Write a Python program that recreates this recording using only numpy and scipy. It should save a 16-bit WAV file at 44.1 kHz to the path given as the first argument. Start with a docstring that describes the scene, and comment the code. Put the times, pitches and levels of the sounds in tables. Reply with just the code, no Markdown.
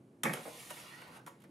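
"""A plastic latch snaps over a murmur of ventilation: an office printer's rear door is lowered by hand.
The freed panel shudders against the hollow housing, each blow ringing its crowded modes.
The door slides down on its hinge and guides with a fine scrape of many tiny slips,
bumps on the way and meets its stop. The room adds a short reverberation."""
import sys
import numpy as np
from scipy import signal
from scipy.fft import rfft, irfft
from scipy.io import wavfile
from scipy.ndimage import map_coordinates

SR = 44100
rng = np.random.default_rng(int(sys.argv[2]) if len(sys.argv) > 2 else 0)


def to_wav(sig):
    """Store sig (one row per channel, or 1-D mono) as 16-bit WAV at the path in sys.argv[1].

    Samples outside -1..1 are clipped; the rate is SR.
    """
    pcm = np.clip(np.atleast_2d(sig), -1, 1) * 32767
    pcm = np.round(pcm).astype(np.int16)
    wavfile.write(sys.argv[1], SR, pcm.T)  # frames by channels


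N = 66150
TIME_S, FREQ_HZ = np.arange(N) / SR, np.fft.rfftfreq(N, 1 / SR)


def amp(db):
    """Decibels to gain."""
    return 10 ** (np.asarray(db) / 20)


def unit_rms(x):
    """Each channel scaled to rms 1."""
    return x / np.sqrt(np.mean(x ** 2, -1, keepdims=True) + 1e-20)


def curve_db(table, column=1):
    """A table column interpolated over log frequency, one value per bin."""
    columns = np.transpose(table)
    return np.interp(np.log(FREQ_HZ + 1), np.log(columns[0]), columns[column])


def add(mix, start_s, sound):
    """Mixes a sound in from start_s."""
    rest = mix[:, round(start_s * SR):]
    rest += sound[:, :rest.shape[1]]


def colour(x, gain_db):
    """Filter with one gain per bin."""
    return irfft(rfft(x) * amp(gain_db), N)


def noise(spectrum_db):
    """Coloured mid and side noise, rms 1."""
    return unit_rms(colour(rng.standard_normal((2, N)), spectrum_db))


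def decay(t60_s):
    """Exponential fall, 60 dB in t60_s."""
    return np.exp(-np.log(1000) * TIME_S / t60_s)


def mode(hz, db, t60_s):
    """One damped mode, random phase in the side channel."""
    phase = np.array([[0], [rng.uniform(0, 2 * np.pi)]])
    return amp(db) * decay(t60_s) * np.sin(2 * np.pi * hz * TIME_S + phase)


# Ventilation spectrum: f/Hz, level/dB
VENT_SPECTRUM = [(25, -14), (50, -13), (95, -15), (122, 0.5), (190, 0.5), (330, -1), (500, -11), (900, -20),
                 (2000, -30), (5000, -40), (10500, -37.5), (13000, -48)]


def ventilation():
    """Moving air: a steady low murmur."""
    return amp(-60) * noise(curve_db(VENT_SPECTRUM))


# Reverberation spectrum: f/Hz, level/dB
ROOM_SPECTRUM = [(100, -2), (400, 1), (2000, -1), (5000, 2.5), (12000, -14)]


def room(x, gain_db=-14, t60_s=0.37, delay_s=0.012):
    """Office reflections of the mid channel, weak in the top treble."""
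    tail = noise(curve_db(ROOM_SPECTRUM)) * decay(t60_s) * (TIME_S > delay_s)
    return amp(gain_db) * signal.fftconvolve(x[:1], unit_rms(tail) / np.sqrt(N), axes=1)[:, :N]


def wander(x, depth_db=3, patch_hz=201.2, patch_s=0.0496):
    """The contact wanders, so patches of the spectrum swell and fade at random."""
    hz, t, spectra = signal.stft(x, SR, nperseg=512, noverlap=384)
    grid = np.meshgrid(hz / patch_hz, t / patch_s, indexing="ij")
    patches = map_coordinates(rng.standard_normal((400, 200)), grid, order=3, mode="wrap")
    return signal.istft(spectra * amp(depth_db * patches), SR, nperseg=512, noverlap=384)[1][:, :N]


def friction(spectrum_db, slips_per_s=900, slip_t60_s=0.04, grain_share=0.42):
    """Many tiny slips of uneven size merge into grainy noise, rms 1."""
    slips = rng.random(N) < slips_per_s / SR
    size_db = np.minimum(rng.exponential(1, N), 4)
    power = abs(signal.fftconvolve((slips * amp(size_db)) ** 2, decay(slip_t60_s) ** 2)[:N])
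    envelope = np.sqrt(1 - grain_share + grain_share * power / power.mean())
    grains = envelope * rng.standard_normal((2, N))
    return unit_rms(wander(colour(grains, spectrum_db)))


# Hinge drag envelope: t/s, level/dB
DRAG_LEVELS = [(1.0, -83), (1.07, -57), (1.105, -56), (1.125, -60), (1.16, -54.5), (1.2, -60), (1.25, -75)]
# Hinge drag spectrum: f/Hz, level/dB
DRAG_SPECTRUM = [(150, -5), (300, -7), (600, -5), (900, 3), (1150, -6.5), (1550, 1), (1900, -28),
                 (4000, -31)]


def hinge_drag():
    """Late in the swing the hinge takes the weight and rubs lower."""
    level_db = np.interp(TIME_S, *np.transpose(DRAG_LEVELS), left=-np.inf, right=-np.inf)
    return amp(level_db) * friction(curve_db(DRAG_SPECTRUM))


# Sliding friction envelopes: t/s, hiss level/dB, rub level/dB
SLIDE_LEVELS = [(.25, -51, -64), (.35, -58, -53), (.44, -55, -59), (.53, -55.5, -58), (.6, -53, -55.5),
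                (.7, -53.5, -56), (.8, -53.5, -54.5), (.86, -61, -54), (.96, -63.5, -55.5),
                (1.03, -68.5, -55), (1.11, -70, -60.5), (1.174, -61.5, -56), (1.205, -84, -76),
                (1.25, -81, -85), (1.31, -73, -83), (1.38, -82, -80.5), (1.45, -91, -68), (1.5, -83, -90)]
# Hiss and rub spectra: f/Hz, level/dB
HISS_SPECTRUM = [(500, -22), (1800, -4.5), (3100, 1.5), (4800, -3), (7200, 0), (7900, -4), (9200, 3.5),
                 (11500, 0), (13000, -7), (15500, -8)]
RUB_SPECTRUM = [(100, -7), (300, -16.5), (550, -2.5), (1000, -2), (1600, -3), (2100, 1), (3000, -5.5),
                (4500, -8.5), (9000, -22.5)]
# Narrow peaks and a dip in the rub: f/Hz, width/Hz, gain/dB
RUB_RESONANCES = [(504, 63, 9), (865, 39, 3), (1017, 74, 7), (1360, 110, 8), (1638, 100, -11),
                  (1865, 120, 7), (2140, 17, 5.5), (2830, 120, 4)]


def scrape():
    """The door slides: bright hiss at the contact, lower rub through the panel."""
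    t, hiss_db, rub_db = np.transpose(SLIDE_LEVELS)
    peaks_db = sum(db / (1 + (2 * (FREQ_HZ - hz) / width_hz) ** 2) for hz, width_hz, db in RUB_RESONANCES)
    hiss = amp(np.interp(TIME_S, t, hiss_db)) * friction(curve_db(HISS_SPECTRUM))
    rub = amp(np.interp(TIME_S, t, rub_db)) * friction(curve_db(RUB_SPECTRUM) + peaks_db)
    return (hiss + rub) * (TIME_S > t[0])


# Modes of each small part: f/Hz, level/dB, t60/s
PART_MODES = {"latch": [(1226, -4.5, 0.076), (1708, 3.5, 0.034), (3322, -6.5, 0.044), (3580, 6.5, 0.018),
              (5830, -12, 0.044), (6527, -7, 0.036), (7560, -7, 0.055), (8500, -5, 0.032),
              (11300, -1, 0.027)], "catch": [(1283, -6, 0.062), (2120, -12, 0.047), (3120, -10, 0.054),
              (10870, 4, 0.032), (11400, 2, 0.033)], "hinge": [(289, -2.5, 0.11), (481.4, 0, 0.18),
              (649, -4, 0.12), (720, -9.5, .12)], "guide": [(600, 0, 0.067), (876, 2, 0.022),
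              (954, 0, 0.061), (1857, -5, 0.084), (2865, -6, 0.11)], "stop": [(928, -8, .05),
              (986, 0, 0.069), (1118, 0, 0.046), (1376, -5, 0.052)]}
# Strikes on the parts: t/s, part, level/dB, contact/s
PART_STRIKES = [(.2342, "latch", -29, 0.003), (.3352, "catch", -37, 0.0012), (.455, "hinge", -42.5, 0.0032),
                (.4705, "hinge", -42, .004), (0.7081, "guide", -42, 0.00055), (1.2725, "stop", -39, 0.0037)]


def small_parts():
    """Latch, catch, hinge, guide and end stop are struck in turn and ring briefly."""
    out = np.zeros((2, N))
    for start_s, part, db, contact_s in PART_STRIKES:
        rise = 1 - np.exp(-TIME_S / contact_s)
        ring = sum(mode(*row) for row in PART_MODES[part])
        add(out, start_s, amp(db) * rise * ring)
    return out


# Panel bands (thump, hollow knock, clack, rib ring): f/Hz, half-width/octaves, rise/s, t60/s
PANEL_BANDS = [(190, 0.46, 0.0058, .2), (481, 0.67, 0.0018, 0.19), (1110, 0.55, 0.00036, .1),
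               (1990, 0.28, .0004, 0.097)]
# Prominent panel modes, parallel lists: f/Hz, relative level/dB, t60/s
PANEL_MODE_HZ = [139, 195, 224, 336, 478, 544, 737, 862, 897, 1265, 1796, 1824, 1870, 2099, 2176, 2213,
                 2536]
PANEL_MODE_DB = [-8.5, -4, -17, -5, -7, -1, -12, -11, -10, -5.5, -12, -16, -6.5, -7.5, -16, -3.5, -11]
PANEL_MODE_T60_S = [0.23, 0.36, 0.38, 0.33, 0.91, 0.24, 0.28, 0.18, .4, 0.17, 0.23, 0.13, 0.21, 0.31, 0.29,
                    0.23, 0.2]
# Blows on the panel: t/s, then level/dB for each of the four bands
PANEL_BLOWS = [(0.2339, -35, -42.5, -40.5, -43.5), (.243, -59, -46, -38, -43),
               (0.2523, -41.5, -35.5, -32.5, -31), (.2635, -44.5, -38.5, -50, -32.5),
               (0.2714, -32, -53, -42, -43), (.2935, -37, -41, -40.5, -37.5), (.334, -50, -43, -44, -50),
               (.368, -54.5, -46.5, -44.5, -58), (.383, -49, -57, -50.5, -67), (.454, -68, -47, -52, -54.5),
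               (.465, -56, -49, -52.5, -67), (.475, -60, -52, -50.5, -56), (.708, -67, -55.5, -47, -56),
               (.768, -60, -72, -62, -51), (1.02, -67, -60.5, -54.5, -56.5), (1.266, -60, -56, -52, -61),
               (1.275, -68, -59.5, -53, -59), (1.337, -69, -76, -73.5, -71.5), (1.44, -70, -59, -61, -64.5)]


def panel_knocks(crowd_db=-1, ring_db=-5, crack_db=-8, crack_t60_s=0.0044):
    """Each blow cracks and rings four bands of crowded modes; their balance depends on where it lands."""
    out = np.zeros((2, N))
    centres_hz = np.array(PANEL_BANDS)[:, 0]
    rings = np.zeros((len(PANEL_BANDS), 2, N))
    for hz, db, t60_s in zip(PANEL_MODE_HZ, PANEL_MODE_DB, PANEL_MODE_T60_S):
        nearest_band = np.argmin(abs(np.log(centres_hz / hz)))
        rings[nearest_band] += mode(hz, db + ring_db, t60_s)
    for band, (hz, octaves, rise_s, t60_s) in enumerate(PANEL_BANDS):
        band_db = -10 * np.log10(1 + (np.log2((FREQ_HZ + 1) / hz) / octaves) ** 8)
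        rise = 1 - np.exp(-TIME_S / rise_s)
        fall = amp(crowd_db) * decay(t60_s) + amp(crack_db) * decay(crack_t60_s)
        for start_s, *levels_db in PANEL_BLOWS:
            add(out, start_s, amp(levels_db[band]) * rise * (fall * noise(band_db) + rings[band]))
    return out


# Plastic edge snaps: t/s, level/dB, contact/s
SNAPS = [(0.2338, -27.5, 0.0015), (0.2357, -27, 0.00063), (0.3318, -40.5, 0.0032), (0.3366, -31, 0.00073),
         (.695, -53, .006), (.703, -43, 0.0045), (.797, -57, 0.0079), (1.016, -56, 0.0027),
         (1.079, -61.5, 0.0026), (1.191, -66, 0.0036), (1.2632, -50, 0.0021), (1.2695, -53.5, 0.0072),
         (1.4, -68, 0.005), (1.418, -63.5, 0.0041), (1.438, -61.5, 0.0026)]
# Snap spectrum: f/Hz, level/dB
SNAP_SPECTRUM = [(300, -44), (1200, 8.5), (2500, 4), (3400, 4), (4700, -6.5), (6500, 0), (8500, -1),
                 (11200, 4.5), (13000, -5.5), (16000, -4.5)]


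def edge_snaps(push_t60_s=0.076, tail_db=-14, tail_t60_s=0.24):
    """Hard plastic edges snap past each other: a brief crack, then a tail dying inside the housing."""
    out = np.zeros((2, N))
    for start_s, db, contact_s in SNAPS:
        push = decay(push_t60_s) ** 2 * (TIME_S < contact_s)
        crack_power = signal.lfilter([1], [1, -np.exp(-1 / (SR * contact_s))], push)
        tail = amp(tail_db) * decay(tail_t60_s) * np.minimum(TIME_S / contact_s, 1)
        envelope = np.sqrt(crack_power / crack_power.max() + tail ** 2)
        add(out, start_s, amp(db) * envelope * noise(curve_db(SNAP_SPECTRUM)))
    return out


# Stereo image: f/Hz, side re mid/dB, left re right/dB
STEREO_IMAGE = [(40, -24, 4.5), (129, -42, -0.5), (270, -21, 0), (610, -10.5, -1.5), (1360, -0.5, -3.5),
                (2230, -5, -2), (4750, -8, 0.5), (7640, -16, 0), (15000, -71, 0)]


def scene():
    """Door, room and ventilation in mid and side, spread to left and right."""
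    door = edge_snaps() + small_parts() + panel_knocks() + scrape() + hinge_drag()
    mid, side = door + room(door) + ventilation()
    side_db, lean_db = curve_db(STEREO_IMAGE), curve_db(STEREO_IMAGE, column=2)
    side = colour(side, side_db)
    equal_power_db = -10 * np.log10(1 + amp(side_db) ** 2)
    left = colour(mid + side, equal_power_db + lean_db / 2)
    right = colour(mid - side, equal_power_db - lean_db / 2)
    return np.array([left, right])


# Microphone treble response: f/Hz, gain/dB
MIC_TREBLE = [(13500, -0.5), (14800, -7.5), (15600, -4)]
LOW_CUT_HZ, BAND_LIMIT_HZ = 74, 15650


def record(dry):
    """Microphone: soft top, low cut, band limit."""
    low_cut = signal.butter(3, LOW_CUT_HZ, "high", fs=SR, output="sos")
    band_limit = signal.firwin(401, BAND_LIMIT_HZ, window=("kaiser", 9), fs=SR)
    softened = colour(dry, curve_db(MIC_TREBLE))
    return signal.oaconvolve(signal.sosfilt(low_cut, softened), band_limit[None], "same")


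dry = scene()
out = record(dry)
to_wav(out)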